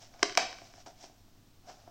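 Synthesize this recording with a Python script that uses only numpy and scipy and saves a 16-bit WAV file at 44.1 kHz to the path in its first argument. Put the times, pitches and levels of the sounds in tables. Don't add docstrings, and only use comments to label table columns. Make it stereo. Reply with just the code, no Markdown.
import sys
import numpy as np
from scipy import signal
from scipy.fft import rfft, irfft
from scipy.io import wavfile
from scipy.ndimage import uniform_filter1d, minimum_filter1d

SR = 44100
rng = np.random.default_rng(int(sys.argv[2]) if len(sys.argv) > 2 else 0)


def file_out(sig):
    cols = np.atleast_2d(sig).T
    lim = np.clip(cols, -1, 1)
    pcm = np.round(lim * 32767).astype(np.int16)
    wavfile.write(sys.argv[1], SR, pcm)


N = 83790

# freq_hz, relative_db
TONE_COLOUR = [(25, -3.5), (40, -12.5), (65, -19), (130, -13.5), (170, -19.5), (260, -15.5), (500, -28.5),
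               (900, -28.5), (2000, -35), (4000, -32.5), (5600, -33), (8000, -38), (10000, -44),
               (15500, -38.5)]
# freq_hz, correlation
TONE_LIKENESS = [(60, 0.32), (240, 0.41), (950, 0.073), (3770, 0.01), (15000, 0.01)]
# freq_hz, pan_db
TONE_PAN = [(60, 1.5), (300, 0.5), (1650, 0), (15000, -0.5)]
# freq_hz, t60_s
ROOM_DECAY = [(250, 0.42), (660, 0.43), (1740, 0.44), (4590, 0.48), (12100, 0.27)]
# freq_hz, gain_db
ROOM_COLOUR = [(200, -2), (400, -4.5), (700, -4.5), (1300, -10.5), (2300, -8), (3700, -9), (5200, -12),
               (8000, -8.5), (15000, -14)]
# peak_s, rise_s, fall_s, case_db, treble_db
SCUFFS = [(0.025, 0.044, 0.1, -58, -53.5), (0.147, 0.048, 0.074, -56, -62.5),
          (0.207, 0.046, 0.13, -53.5, -58), (0.658, 0.33, 0.16, -62, -58.5),
          (0.813, 0.16, 0.032, -59.5, -57), (0.864, 0.0053, 0.062, -49, -51),
          (1.04, 0.075, 0.061, -55.5, -50.5), (1.12, 0.057, 0.45, -73.5, -71),
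          (1.695, 0.042, 0.075, -48, -53), (1.8, 0.17, 0.22, -61.5, -64.5), (1.877, 0.019, 0.062, -57, -71)]
# freq_hz, relative_db
RUB_CASE = [(300, -23), (700, 11.5), (1000, -3.5), (1500, -2.5), (2500, -26.5), (4000, -23)]
# freq_hz, relative_db
RUB_TREBLE = [(1500, 0), (3000, 2), (4200, 1), (5700, 8.5), (7000, 0.5), (9000, -13.5), (12000, -40.5)]
# freq_hz, pan_db
RUB_PAN = [(700, 5), (1800, 0), (5500, 9), (7500, -5.5)]
# pitch_hz, level_db, t60_s, pan_db
STUD_MODES = [(3022, -5, .009, 1.5), (3974, -5.5, 0.011, 3.5), (4576, 0, 0.0066, 5),
              (5263, -2.5, 0.0063, 17), (5913, 0, 0.0049, 11.5), (6770, -4.5, 0.0031, -4.5),
              (7290, -10, 0.007, -7), (8300, -14, 0.0026, -12)]
PING_MODES = [(9860, -24, 0.0024, -6), (12200, -29, 0.0028, -0.5), (14900, -22, .004, -9.5)]
FLAP_MODES = [(1154, -1, 0.0095, 2), (1576, -2, 0.0049, -0.5), (1878, -5.5, .005, 3)]
WALL_MODES = [(2298, -1, 0.015, 0.5), (1517, -5, 0.02, 3), (2510, -5, 0.007, 3)]
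HOLLOW_MODES = [(538, -10, 0.018, -7), (655, -0.5, 0.018, 1.5), (730.4, 0.5, 0.019, 3),
                (980, -7.5, 0.016, -1)]
THUMP_MODES = [(378, -2, 0.026, 1), (265.1, -14, 0.037, 2)]
# start_s, bright_db, hollow_db
TAPS = [(0.1392, -53, -51), (.194, -49.5, -51), (.394, -28.5, -28.5), (.426, -38.5, -30.5),
        (.528, -39, -40.5), (.586, -44.5, -48), (0.6166, -50, -36.5), (.738, -49.5, -44),
        (.779, -74, -44.5), (.8615, -54.5, -40.5), (.871, -58, -34.5), (0.883, -75, -37.5),
        (1.038, -61, -35), (1.096, -63, -43.5), (1.28, -72, -53), (1.684, -57, -42.5), (1.699, -52, -37.5),
        (1.875, -76, -38.5)]
# start_s, stud_db, ping_db, flap_db, wall_db, hollow_db, thump_db
SLIPS = [(0.2278, -21, -34, -17.5, -18.5, -18, -16.5), (0.2297, -9.5, -25, -12, -15, -18, -21.5),
         (0.2307, -21, -30, -18.5, -22, -39.5, -17.5), (0.2322, -17.5, -24.5, -27.5, -28.5, -33, -22),
         (0.296, -33, -49, -42, -36.5, -51, -58.5), (0.324, -36.5, -55, -41, -40.5, -52, -57),
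         (0.352, -28, -42, -38.5, -35.5, -62, -62.5), (.3733, -15.5, -21.5, -23.5, -13, -10, -41),
         (0.3741, -6, -4.5, -21.5, -11, -8.5, -36.5), (.3757, -13.5, -19.5, -11.5, -20, -15.5, -37),
         (.3772, -14, -27, -32, -28, -21.5, -34)]

PAN_SHARE = np.array([[.5], [-.5]])


def amp(db):
    return 10 ** (np.asarray(db) / 20)


def unit_rms(x):
    return x / np.sqrt(np.mean(x ** 2) + 1e-20)


def curve_at(points, hz):
    point_hz, value = np.transpose(points)
    return np.interp(np.log(hz + 1), np.log(point_hz + 1), value)


def coloured(x, points):
    hz = np.fft.rfftfreq(x.shape[-1], 1 / SR)
    skirted = [(points[0][0] / 2, -50), *points, (points[-1][0] * 2, -60)]
    return irfft(rfft(x) * amp(curve_at(skirted, hz)), x.shape[-1])


def room_tone(noise_db=-58.5, hum_db=-68.5, hum_hz=101.1, hum_width_hz=6.1):
    hz = np.fft.rfftfreq(N, 1 / SR)
    left, unrelated = rfft(rng.standard_normal((2, N)))
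    likeness = curve_at(TONE_LIKENESS, hz)
    right = likeness * left + np.sqrt(1 - likeness ** 2) * unrelated
    spectrum_db = curve_at(TONE_COLOUR, hz) + PAN_SHARE * curve_at(TONE_PAN, hz)
    noise = irfft(np.array([left, right]) * amp(spectrum_db), N)
    hum_band = 1 / (1 + ((hz - hum_hz) / hum_width_hz) ** 2)
    hum = irfft(rfft(rng.standard_normal(N)) * hum_band, N)
    return amp(noise_db) * unit_rms(noise) + amp(hum_db) * unit_rms(hum)


def reflections(x, gap_s=0.00208, build_s=0.0046):
    size = SR * 3 // 4
    hz, frame_s, bands = signal.stft(rng.standard_normal((2, size)), SR, nperseg=128)
    decay = amp(-60 * frame_s / curve_at(ROOM_DECAY, hz)[:, None])
    tail = signal.istft(bands * decay, SR, nperseg=128)[1][:, :size]
    tail *= np.clip((np.arange(size) / SR - gap_s) / build_s, 0, 1)
    tail = coloured(tail / np.linalg.norm(tail[0]), ROOM_COLOUR)
    return signal.fftconvolve(x, tail, axes=1)[:, :N]


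def leather_rubbing(grains_per_s=9000, spread_db=1.9, likeness=0.25):
    t, out = np.arange(N) / SR, np.zeros((2, N))
    peak_s, rise_s, fall_s, case_db, treble_db = np.transpose(SCUFFS)[:, :, None]
    coarse_s = t[::32]
    swell_db = 17 * np.minimum((coarse_s - peak_s) / rise_s, (peak_s - coarse_s) / fall_s)
    for peak_db, colour in [(case_db, RUB_CASE), (treble_db, RUB_TREBLE)]:
        grains = rng.standard_normal((2, N))
        grains *= amp(spread_db * np.minimum(rng.exponential(1, (2, N)), 4))
        grains *= rng.random((2, N)) < grains_per_s / SR
        grains[1] = likeness * grains[0] + np.sqrt(1 - likeness ** 2) * grains[1]
        power = (amp(peak_db + swell_db) ** 2).sum(0)
        out += unit_rms(coloured(grains, colour)) * np.interp(t, coarse_s, np.sqrt(power))
    pan_db = PAN_SHARE * curve_at(RUB_PAN, np.fft.rfftfreq(N, 1 / SR))
    return irfft(rfft(out) * amp(pan_db), N)


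def ring(modes, right_lag_s=0.00009):
    hz, level_db, t60_s, pan_db = np.transpose(modes)[:, :, None]
    arrival_s = np.array([0, right_lag_s])[:, None, None]
    t = np.maximum(np.arange(2048) / SR - arrival_s, 0)
    sign = (-1.) ** np.arange(len(hz))[:, None]
    envelope = amp(level_db + PAN_SHARE[:, None] * pan_db - 60 * t / t60_s)
    return (sign * envelope * np.sin(2 * np.pi * hz * t)).sum(1)


def through_leather(x, low_hz=195, high_hz=8620):
    bass_cut = signal.butter(4, low_hz, "high", fs=SR, output="sos")
    treble_cut = signal.butter(8, high_hz, "low", fs=SR, output="sos")
    return signal.sosfilt(treble_cut, signal.sosfilt(bass_cut, x))


def struck(times_s, levels_db, response):
    size = response.shape[1]
    out = np.zeros((2, N + size))
    for start_s, gain in zip(times_s, amp(levels_db)):
        start = round(start_s * SR)
        out[:, start:start + size] += gain * response
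    return out[:, :N]


def finger_taps(bright, hollow, thump, landing_s=0.0037):
    start_s, bright_db, hollow_db = np.transpose(TAPS)
    landing = np.minimum(np.arange(hollow.shape[1]) / SR / landing_s, 1)
    soft_knock = (hollow + amp(-7) * thump) * landing
    return struck(start_s, bright_db, bright) + struck(start_s, hollow_db, soft_knock)


def stud_slips(*parts):
    start_s, *parts_db = np.transpose(SLIPS)
    return sum(struck(start_s, level_db, part) for level_db, part in zip(parts_db, parts))


def scene(second_snap_s=0.36, first_echo_db=-1.5):
    damped_modes = STUD_MODES, FLAP_MODES, WALL_MODES, HOLLOW_MODES, THUMP_MODES
    stud, flap, wall, hollow, thump = [through_leather(ring(modes)) for modes in damped_modes]
    ticks = stud_slips(stud, ring(PING_MODES), flap, wall, hollow, thump)
    ticks += finger_taps(stud + flap + wall, hollow, thump)
    early = np.arange(N) < second_snap_s * SR
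    room = amp(first_echo_db) * reflections(ticks * early) + reflections(ticks * ~early)
    return ticks + room + leather_rubbing() + room_tone()


def record(dry, ceiling=0.87, cutoff_hz=16150):
    needed_gain = np.minimum(ceiling / (abs(dry).max(0) + 1e-9), 1)
    held_gain = minimum_filter1d(needed_gain, size=129)
    smooth_gain = uniform_filter1d(uniform_filter1d(held_gain, size=64), size=64)
    low_pass = signal.firwin(511, cutoff_hz, window=("kaiser", 9), fs=SR)
    return signal.oaconvolve(dry * smooth_gain, low_pass[None], "same")


dry = scene()
out = record(dry)
file_out(out)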